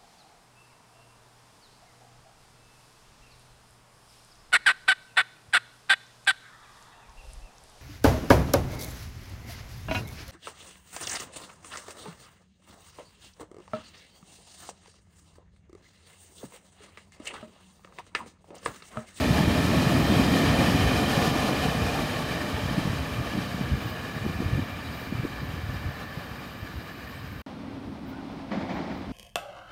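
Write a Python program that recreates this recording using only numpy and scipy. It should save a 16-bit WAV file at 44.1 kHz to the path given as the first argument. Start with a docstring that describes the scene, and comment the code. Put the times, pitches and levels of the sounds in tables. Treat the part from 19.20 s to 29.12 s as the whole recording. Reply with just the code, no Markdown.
"""A roaring, ringing train rushes along an underground platform and recedes into the tunnel, in gusts of wind.
Shaped noises make its roar, hiss, wheel tones and the boom of the hall; gusts and thumps of air hit the microphone.
That sound stops at once. After a moment of near silence comes a far train: a dull rumble, a hum and a roar,
then wheels clashing over a rail joint, made of thuds and bursts of noise that die away.
Faint squeaks, spits of hiss, thin high tones and quiet air lie behind."""
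import sys
import numpy as np
from scipy import signal
from scipy.fft import irfft, next_fast_len
from scipy.io import wavfile
from scipy.ndimage import uniform_filter1d, map_coordinates

SR = 44100
rng = np.random.default_rng(int(sys.argv[2]) if len(sys.argv) > 2 else 0)


def bounce(signal):
    """Save signal as a 16-bit WAV file at the path given by the first command-line argument."""
    frames = np.transpose(np.atleast_2d(signal))
    limited = np.clip(frames, -1, 1)
    pcm = np.round(limited * 32767).astype(np.int16)
    wavfile.write(sys.argv[1], SR, pcm)


N = 437451
TIME = np.arange(N) / SR
LEAVE_END_S, FAR_START_S = 8.217, 8.263
# In all spectra the levels are relative. A "length" is two standard deviations of a bell-shaped swell.
# A "width" is how far from its centre a resonance has dropped to half its gain.


def rolling(jolt_db=0.65, tunnel_s=7.06, tunnel_fall_db_per_s=1.5):
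    """Rough rails shake track and wheels; the tunnel mouth finally swallows the sound."""
    jolts = jolt_db * walk(32)  # shared by all parts: they have the same rough contact
    swallowed_db = tunnel_fall_db_per_s * np.maximum(TIME - tunnel_s, 0)
    return (reflect(roar() + hiss()) + wheels()) * undb(jolts - swallowed_db)


# Colour of the leaving train's roar: (f/Hz, level/dB)
ROAR_SPECTRUM = [(120, -30), (300, -6), (390, -6.5), (460, 0.7), (520, -3), (600, 1.1), (690, .3),
                 (790, 0.4), (930, -6.5), (1100, -4.5), (1500, -12), (2100, -13.5), (2800, -14.5),
                 (4000, -20), (6000, -51), (16000, -53)]


def roar(flutter_db=0.6):
    """Rail roughness drives a broad roar, made of coloured noise."""
    level_db = passing(top_db=-30.0, top_s=2.17, rise_db_per_s=0.3, fall_db=8.5)
    return noise(ROAR_SPECTRUM) * undb(level_db + flutter_db * walk(15))


# Colour of the leaving train's hiss: (f/Hz, level/dB)
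HISS_SPECTRUM = [(1500, 1), (3400, 2), (3950, 2.5), (4350, 1.5), (4800, 1), (5300, -0.5), (5900, -3.5),
                 (6900, -4.5), (7700, -8.5), (8400, -6.5), (9000, -8.5), (9550, -7.5), (10600, -11),
                 (12200, -8.5), (14300, -15.5), (15700, -18)]


def hiss(flutter_db=0.58):
    """The bright part of the rolling sound, made of coloured noise."""
    level_db = passing(top_db=-35, top_s=2, rise_db_per_s=0.9, fall_db=9)
    return noise(HISS_SPECTRUM) * undb(level_db + flutter_db * walk(18))


# The tones at which the wheels ring: (f/Hz, width/Hz, level close by/dB, level far off/dB)
WHEEL_MODES = [(1040, 50, -14, -11), (1178, 74, -2.7, -2.4), (1540, 130, -24, -9.5), (1752, 94, .5, -1.2),
               (2130, 70, -15, -17), (2395, 104, -1.6, -4.8), (2800, 100, -12, -11.5),
               (3080, 108, -4.3, -9.8), (3890, 170, -12, -13), (4400, 120, -28, -16.5),
               (4850, 260, -15, -16), (5320, 90, -17, -27), (6630, 80, -21, -30), (8200, 120, -25, -33)]
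# How the wheel tones sink as the last axles go by: (t/s, pitch ratio)
DOPPLER_SHIFT = [(0, 1.016), (1.0, 1.016), (1.7, 1.0), (3, 0.994), (8.2, 0.992)]


def wheels(flutter_db=1.0, grind_db=1.88, wander=0.01, near_ring_db=0.5, far_ring_db=-3.5,
           near_wash_db=-5.5, far_wash_db=-5):
    """Randomly driven wheel modes ring; their balance shifts and a broad wash gains on them as the train goes."""
    farness = np.clip((TIME - 2) / 5, 0, 1)  # 0 close by, 1 far off
    ring, power = 0, 0
    for hz, width, near_db, far_db in WHEEL_MODES:
        gain = undb(near_db + farness * (far_db - near_db)) * np.sqrt(width)
        # the pitch wanders by a share of itself as different wheels take the lead
        position = np.cumsum(1 + wander * walk(4))
        mode = np.interp(position, np.arange(N), resonance(hz, width))
        flutter = undb(flutter_db * walk(14) + grind_db * walk(70))
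        ring = ring + gain * steady(mode) * flutter
        power = power + gain ** 2
    ring = ring / np.sqrt(power)

    # reading the ringing faster or slower shifts its pitch
    position = np.cumsum(curves(DOPPLER_SHIFT)[0])
    ring = map_coordinates(ring, [position], order=3, mode="mirror")
    ring_db = near_ring_db + farness * (far_ring_db - near_ring_db)
    wash_db = near_wash_db + farness * (far_wash_db - near_wash_db)
    wash = resonance(1450, 820) * undb(wash_db)
    level_db = passing(top_db=-34.5, top_s=1.33, rise_db_per_s=2.5, fall_db=4)
    return (ring * undb(ring_db) + wash) * undb(level_db)


# Single wheels singing out on one mode: (t/s, length/s, f/Hz, width/Hz, level/dB)
SINGING_WHEELS = [(.93, .17, 3190, 60, -43), (1.7, .36, 3100, 45, -42.5), (1.75, .4, 1780, 55, -45),
                  (4.0, .28, 1205, 30, -46.5), (4.85, .2, 1720, 45, -48), (5.35, .2, 1765, 45, -49),
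                  (5.93, .16, 2375, 45, -49.5), (6.7, .5, 1750, 50, -50.5)]


def singing(flutter_db=0.5):
    """Now and then one wheel rings out with a rough edge: a swell of narrow noise."""
    out = 0
    for s, length, hz, width, db in SINGING_WHEELS:
        tone = steady(resonance(hz, width))
        out = out + undb(db + flutter_db * walk(45)) * swell(s, length) * tone
    return out


# Low resonances of the hall: (f/Hz, level/dB)
HALL_SPECTRUM = [(30, -39), (70, -32), (115, -3.5), (160, 0), (210, -2.5), (270, -0.5), (310, -5.5),
                 (380, -10.5), (600, -28.5), (2000, -72)]


def boom(throb_db=1.0):
    """The coaches' rumble throbs in the low resonances of the hall."""
    level_db = passing(top_db=-23.5, top_s=1.23, rise_db_per_s=1.5, fall_db=9.5)
    return steady(noise(HALL_SPECTRUM)) * undb(level_db + throb_db * walk(22))


# Colour of the wind on the microphone: (f/Hz, level/dB)
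WIND_SPECTRUM = [(20, -44), (35, -33), (50, -6), (65, 4), (100, 2), (150, -7.5), (220, -12), (330, -20),
                 (500, -55), (1500, -69)]
# The strongest eddies that strike the microphone: (t/s, peak level/dB, f/Hz)
STRONG_EDDIES = [(.11, -12, 130), (.21, -16, 167), (0.28, -14.5, 101), (0.67, -14, 150), (.721, -17.5, 202),
                 (0.972, -14, 145), (0.999, -13, 237), (1.114, -16, 166), (1.161, -16.5, 195),
                 (1.411, -13, 156), (1.446, -14, 156), (1.486, -14, 164), (1.602, -15, 157),
                 (1.645, -15, 120), (1.676, -21, 110), (1.715, -19, 188), (1.829, -20, 170),
                 (1.929, -20, 200), (1.977, -14.5, 137), (2.078, -21, 170), (2.115, -21, 110),
                 (2.161, -15.5, 248), (2.248, -21, 233), (2.313, -21, 238), (2.341, -21, 200),
                 (2.457, -20, 205), (2.487, -17, 180), (2.55, -20, 180), (2.623, -17.5, 107),
                 (2.795, -20, 233), (2.84, -22, 131), (3.045, -23, 139), (3.114, -26, 165),
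                 (3.458, -17.5, 160), (3.513, -19, 207), (3.583, -11.5, 174), (3.656, -17, 164),
                 (3.677, -17.5, 173), (3.7, -20, 95), (3.988, -20, 117), (4.139, -23, 230),
                 (4.155, -18.5, 190), (4.178, -18, 228), (4.188, -17.5, 181), (4.348, -21, 164),
                 (4.413, -16.5, 178), (4.523, -16, 125), (4.552, -19, 86), (4.968, -23, 157),
                 (5.052, -19, 200), (5.065, -15.5, 217), (5.1, -21, 165), (5.205, -16.5, 220),
                 (5.224, -22.5, 300), (5.265, -19, 94.5), (5.334, -14.5, 107), (5.357, -17, 99),
                 (5.38, -17, 130), (5.394, -15.5, 232), (5.426, -23.5, 108), (5.926, -19.5, 203),
                 (5.955, -22, 110), (6.0, -17.5, 130), (6.038, -20.5, 160), (6.052, -18, 310),
                 (6.218, -29, 170), (6.234, -25, 136), (6.341, -26, 114), (6.497, -23, 103),
                 (6.546, -26, 130), (6.655, -22, 140), (6.668, -21, 80), (6.69, -22.5, 127),
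                 (6.977, -24.5, 134), (7.431, -27, 94), (7.544, -31, 133), (8.025, -36, 96),
                 (8.105, -32, 105)]


def wake(gust_db=2.0, cycles=0.46, churn_db=-18, churn_s=0.012, sweep=0.53):
    """Turbulent air flutters on the microphone; each eddy thumps, dips the flutter and churns briefly."""
    strength = wind_strength()
    out = steady(noise(WIND_SPECTRUM)) * strength * undb(gust_db * walk(40))
    churn = resonance(255, 117)
    blows = chance_eddies(strength) + list(STRONG_EDDIES)
    turns = rng.random(len(blows))  # where in its cycle each thump starts
    for (s, db, hz), turn in zip(blows, turns):
        near = slice(*np.searchsorted(TIME, [s - .05, s + .05]))
        t = TIME[near] - s
        envelope = np.exp(.5 - np.hypot(t * hz / cycles, .5))
        thump = envelope * np.cos(2 * np.pi * (t * hz + turn))
        contact = np.exp(-(t / churn_s) ** 2)
        # higher-pitched eddies churn more
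        spray = churn[near] * contact * hz / 200
        flutter = out[near] * (1 - sweep * contact)
        out[near] = flutter + undb(db) * thump + undb(db + churn_db) * spray
    return out


# Gusts in the wake: (t/s, length/s, level/dB)
WAKE_GUSTS = [(.25, .15, -31), (1.37, 0.15, -32), (1.66, .08, -25), (2.08, 0.065, -29.5), (2.48, .06, -33),
              (2.62, 0.086, -27.5), (2.82, .04, -30), (3.602, 0.56, -33), (3.993, 0.063, -30),
              (4.18, 0.045, -30), (4.407, 0.1, -31.5), (4.53, 0.057, -24), (4.665, 0.073, -33.5),
              (5.078, 0.17, -33), (5.3, 0.18, -29.5), (5.555, 0.064, -41), (5.686, 0.046, -35),
              (5.997, 0.13, -37), (6.297, 0.45, -38), (6.5, 0.16, -38), (6.669, 0.057, -33),
              (7.56, 0.066, -38), (8.08, 0.27, -40)]


def wind_strength(slip_db=-30.5, slip_fall_db_per_s=25, draught_db=-37, draught_fall_db_per_s=1.65):
    """A slipstream that drops behind the tail, a slowly dying draught and gusts add up in power."""
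    behind_s = np.maximum(TIME - 1.85, 0)  # time since the slipstream ended
    slip = undb(slip_db - slip_fall_db_per_s * behind_s)
    draught = undb(draught_db - draught_fall_db_per_s * behind_s)
    return np.sqrt(slip ** 2 + draught ** 2 + gusting(WAKE_GUSTS) ** 2)


def chance_eddies(strength, count=110, over_db=5, scatter_db=5, typical_hz=143, scatter_oct=0.31):
    """Rows (t/s, peak level/dB, f/Hz) of random lesser eddies, which follow the strength of the wind."""
    times = rng.random(count) * LEAVE_END_S
    size, pitch = rng.standard_normal((count, 2)).T
    wind_db = 20 * np.log10(np.interp(times, TIME, strength))
    peak_db = wind_db + over_db + scatter_db * np.tanh(size)
    hz = typical_hz * 2 ** (scatter_oct * pitch)
    return list(zip(times, peak_db, hz))


# Colour of the far train's rumble: (f/Hz, level/dB)
FAR_RUMBLE_SPECTRUM = [(20, -34), (45, -11), (90, -5.5), (130, -6), (180, -3), (215, -.5), (270, -3),
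                       (320, -9), (400, -13), (900, -57)]
# Colour of the far train's roar: (f/Hz, level/dB)
FAR_ROAR_SPECTRUM = [(200, -29), (400, -6), (520, 4), (800, 4), (1000, 0.5), (1400, -4.5), (1800, -8),
                     (2300, -8.5), (2700, -11.5), (4000, -14), (5200, -18.5), (7000, -31.5), (9000, -41),
                     (15500, -55)]
# How the far roar ebbs and returns: (t/s, level change/dB)
FAR_ROAR_EBB = [(8.26, 1.3), (8.42, 0.5), (8.72, -1), (9.0, 1.4), (9.92, 2.5)]


def far_train(rumble_db=-41.5, hum_db=-44.5, roar_db=-47, rise_db_per_s=0.4, throb_db=2.0, flutter_db=1.0):
    """Coloured noises make a dull roar over a slowly growing rumble and a beating hum of the hall."""
    growth_db = rise_db_per_s * np.maximum(TIME - FAR_START_S, 0)
    rumble = steady(noise(FAR_RUMBLE_SPECTRUM)) * undb(rumble_db + throb_db * walk(13))
    hum = steady(resonance(271.6, 18), 0.25) * undb(hum_db)
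    far_roar_db = roar_db + curves(FAR_ROAR_EBB)[0] + flutter_db * walk(25)
    far_roar = noise(FAR_ROAR_SPECTRUM) * undb(far_roar_db)
    return (rumble + hum) * undb(growth_db) + far_roar


# Far wheels clashing over a rail joint: (t/s, level/dB, time to fall by 60 dB/s, level of the thud/dB)
JOINT_CLASHES = [(9.309, -29.5, .75, -30.5), (9.335, -35.5, 0.65, -28.5), (9.405, -35, .8, -33),
                 (9.485, -32, 1.3, -33), (9.555, -34.5, 1.1, -42), (9.695, -39, 1.3, -35)]
# Colour of the clashes: (f/Hz, level/dB)
CLASH_SPECTRUM = [(50, -16), (100, -8), (170, 5.5), (270, 11.5), (330, 8.5), (430, -1.5), (540, 1.5),
                  (750, 4), (1000, -2), (1500, -7.5), (2000, -7), (2380, -8), (2650, -19), (3000, -15),
                  (3500, -16.5), (5000, -21.5), (7000, -34.5), (12000, -58)]


def clashes(rise_s=0.010, rattle_db=0.5, clatter_db=1.5, thud_hz=190, thud_width=27, thud_t60=0.33):
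    """Each far blow is a thud and a burst of noise that dies away in the hall, its bands clattering apart."""
    power, thud_power = 0, 0
    for s, db, t60, thud_db in JOINT_CLASHES:
        power = power + (undb(db) * dying(s, t60, rise_s)) ** 2
        thud_power = thud_power + (undb(thud_db) * dying(s, thud_t60, 2 * rise_s)) ** 2
    rest, clatter = noise(CLASH_SPECTRUM), 0
    # peel off one band after another from the bottom; each flutters on its own
    for edge_hz in (400, 800, 1600, 3200):
        low_pass = signal.butter(4, edge_hz, fs=SR, output="sos")
        band = signal.sosfiltfilt(low_pass, rest)
        rest = rest - band
        clatter = clatter + steady(band) * np.std(band) * undb(clatter_db * walk(45))
    bursts = unit(clatter + rest) * np.sqrt(power) * undb(rattle_db * walk(54))
    thuds = steady(resonance(thud_hz, thud_width)) * np.sqrt(thud_power)
    return bursts + thuds


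# Puffs of air pushed ahead of the far train: (t/s, length/s, level/dB)
AIR_PUFFS = [(9.44, .03, -43), (9.56, .06, -43), (9.76, .1, -46), (9.91, .05, -39)]


def puffs():
    """Short swells of wind noise buffet the microphone."""
    return steady(noise(WIND_SPECTRUM)) * gusting(AIR_PUFFS)


# Brief wheel squeaks: (t/s, length/s, f/Hz, glide/Hz per s, level/dB)
WHEEL_SQUEAKS = [(7.97, .03, 8300, 0, -62), (7.9, .06, 12150, 0, -64), (8.945, .028, 1475, 3000, -50),
                 (8.99, .022, 1490, 0, -53)]


def squeaks(waver=0.0182):
    """A flange touches the rail and one wheel mode sings for a moment, its pitch unsteady."""
    out = 0
    for s, length, hz, glide, db in WHEEL_SQUEAKS:
        pitch = hz * (1 + waver * walk(200)) + glide * (TIME - s)
        tone = unit(np.sin(2 * np.pi * np.cumsum(pitch) / SR))
        out = out + undb(db) * swell(s, length) * tone
    return out


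# Faint, very high spits of hiss: (t/s, length/s, level/dB)
HISS_SPITS = [(.8, .2, -54), (4.68, .1, -56), (4.95, .07, -62), (5.8, .11, -57.5), (8.89, .04, -66.5),
              (9.55, .06, -71), (9.77, .08, -74)]


def spits(sputter_db=2.5):
    """Short, sputtering swells of very high hiss."""
    return gusting(HISS_SPITS) * resonance(14500, 1100) * undb(sputter_db * walk(60))


# Thin steady high tones: (f/Hz, width/Hz, level/dB)
WHISTLE_TONES = [(12060, 120, -65), (11405, 40, -80)]


def whistle(sizzle_db=-66):
    """Narrow bands of noise hang as thin high tones in a faint sizzle."""
    tones = sum(resonance(hz, width) * undb(db) for hz, width, db in WHISTLE_TONES)
    return tones + resonance(14300, 1800) * undb(sizzle_db)


# Colour of the quiet air in the station: (f/Hz, level/dB)
AIR_SPECTRUM = [(3000, 12), (7500, 1), (8700, 6), (11000, -1), (13000, -4), (15700, -5)]


def station_air(level_db=-65):
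    """The quiet air of the station is a steady coloured noise."""
    return noise(AIR_SPECTRUM) * undb(level_db)


def idle_noise(level_db=-88):
    """A very faint noise, stronger towards the bass, runs throughout."""
    return shaped(lambda f: 1 / np.sqrt(f + 100)) * undb(level_db)


def passing(top_db, top_s, rise_db_per_s, fall_db, speed_m_s=20, reach_m=32.5):
    """Level in dB: creeps up until top_s, then nears a fall of fall_db per doubling of the tail's distance."""
    gone_m = speed_m_s * np.maximum(TIME - top_s, 0)
    still_to_rise_db = rise_db_per_s * np.maximum(top_s - TIME, 0)
    return top_db - still_to_rise_db - fall_db * np.log2(1 + gone_m / reach_m)


# Early echoes off platform, ceiling, pillars and coach sides: (lag/ms, gain)
EARLY_ECHOES = [(1.7, .13), (2.9, -.16), (4.3, .16), (7.1, .15), (11, -.14)]


def reflect(x, drift=.05):
    """Echo paths shift as the train moves, so narrow peaks wander through the noise."""
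    out = x
    for lag_ms, gain in EARLY_ECHOES:
        lag = lag_ms * (1 + drift * walk(1.0)) * SR / 1000  # in samples
        out = out + gain * x.take(np.arange(N) - lag.astype(int), mode="wrap")
    return out


def swell(s, length):
    """A smooth rise and fall around time s."""
    return np.exp(-2 * ((TIME - s) / length) ** 2)


def gusting(table):
    """Strength of a row of gusts, which add up in power."""
    return np.sqrt(sum((undb(db) * swell(s, length)) ** 2 for s, length, db in table))


def dying(s, t60, rise_s):
    """A quick rise at time s, and an exponential decay by 60 dB in t60 seconds."""
    age = np.maximum(TIME - s, 0)
    return np.minimum(age / rise_s, 1) * np.exp(-np.log(1000) * age / t60)


def steady(x, span_s=.09):
    """Even out the slow swells of a noise and keep its fast flutter."""
    return x / np.sqrt(uniform_filter1d(x ** 2, int(span_s * SR)))


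def noise(points):
    """Noise coloured by (f/Hz, level/dB) points."""
    hz, db = np.transpose(points)
    return shaped(lambda f: undb(np.interp(np.log(f), np.log(hz), db)))


def resonance(hz, width):
    """A randomly driven resonance: noise gathered around one frequency."""
    return shaped(lambda f: 1 / (1 + ((f - hz) / width) ** 2))


def shaped(gain_at):
    """Noise of rms 1 whose spectrum follows a function of frequency."""
    size = next_fast_len(N, True)
    freq = np.maximum(np.fft.rfftfreq(size, 1 / SR), 1)
    white = rng.standard_normal(2 * len(freq)).view(complex)
    return unit(irfft(white * gain_at(freq), size)[:N])


def walk(rate):
    """A smooth random curve of rms 1, changing about rate times a second."""
    knots = rng.standard_normal(int(N / SR * rate) + 4)
    step = 16  # computed at every 16th sample and held in between
    curve = map_coordinates(knots, [TIME[::step] * rate + 1], order=3)
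    return np.repeat(unit(curve), step)[:N]


def curves(table):
    """Each column of a timed table, at every sample."""
    s, *columns = np.transpose(table)
    return [np.interp(TIME, s, c) for c in columns]


def unit(x):
    """Scale to rms 1."""
    return x / np.sqrt(np.mean(x ** 2))


def undb(db):
    """Decibels to gain."""
    return np.exp(np.asarray(db) * np.log(10) / 20)


def scene(fade_s=.0015):
    """The leaving train, a moment of near silence, the far train."""
    leaving = rolling() + singing() + boom() + wake() + whistle()
    distant = far_train() + clashes() + puffs() + station_air()
    stop = np.exp(-np.maximum(TIME - LEAVE_END_S, 0) / fade_s)
    trains = leaving * stop + distant * (TIME > FAR_START_S)
    mono = trains + squeaks() + spits() + idle_noise()
    return mono[None]


def record(dry, top_hz=15700):
    """A steep low-pass filter cuts the very top of the sound."""
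    return signal.sosfilt(signal.ellip(10, .1, 80, top_hz, fs=SR, output="sos"), dry)


dry = scene()
out = record(dry)
bounce(out)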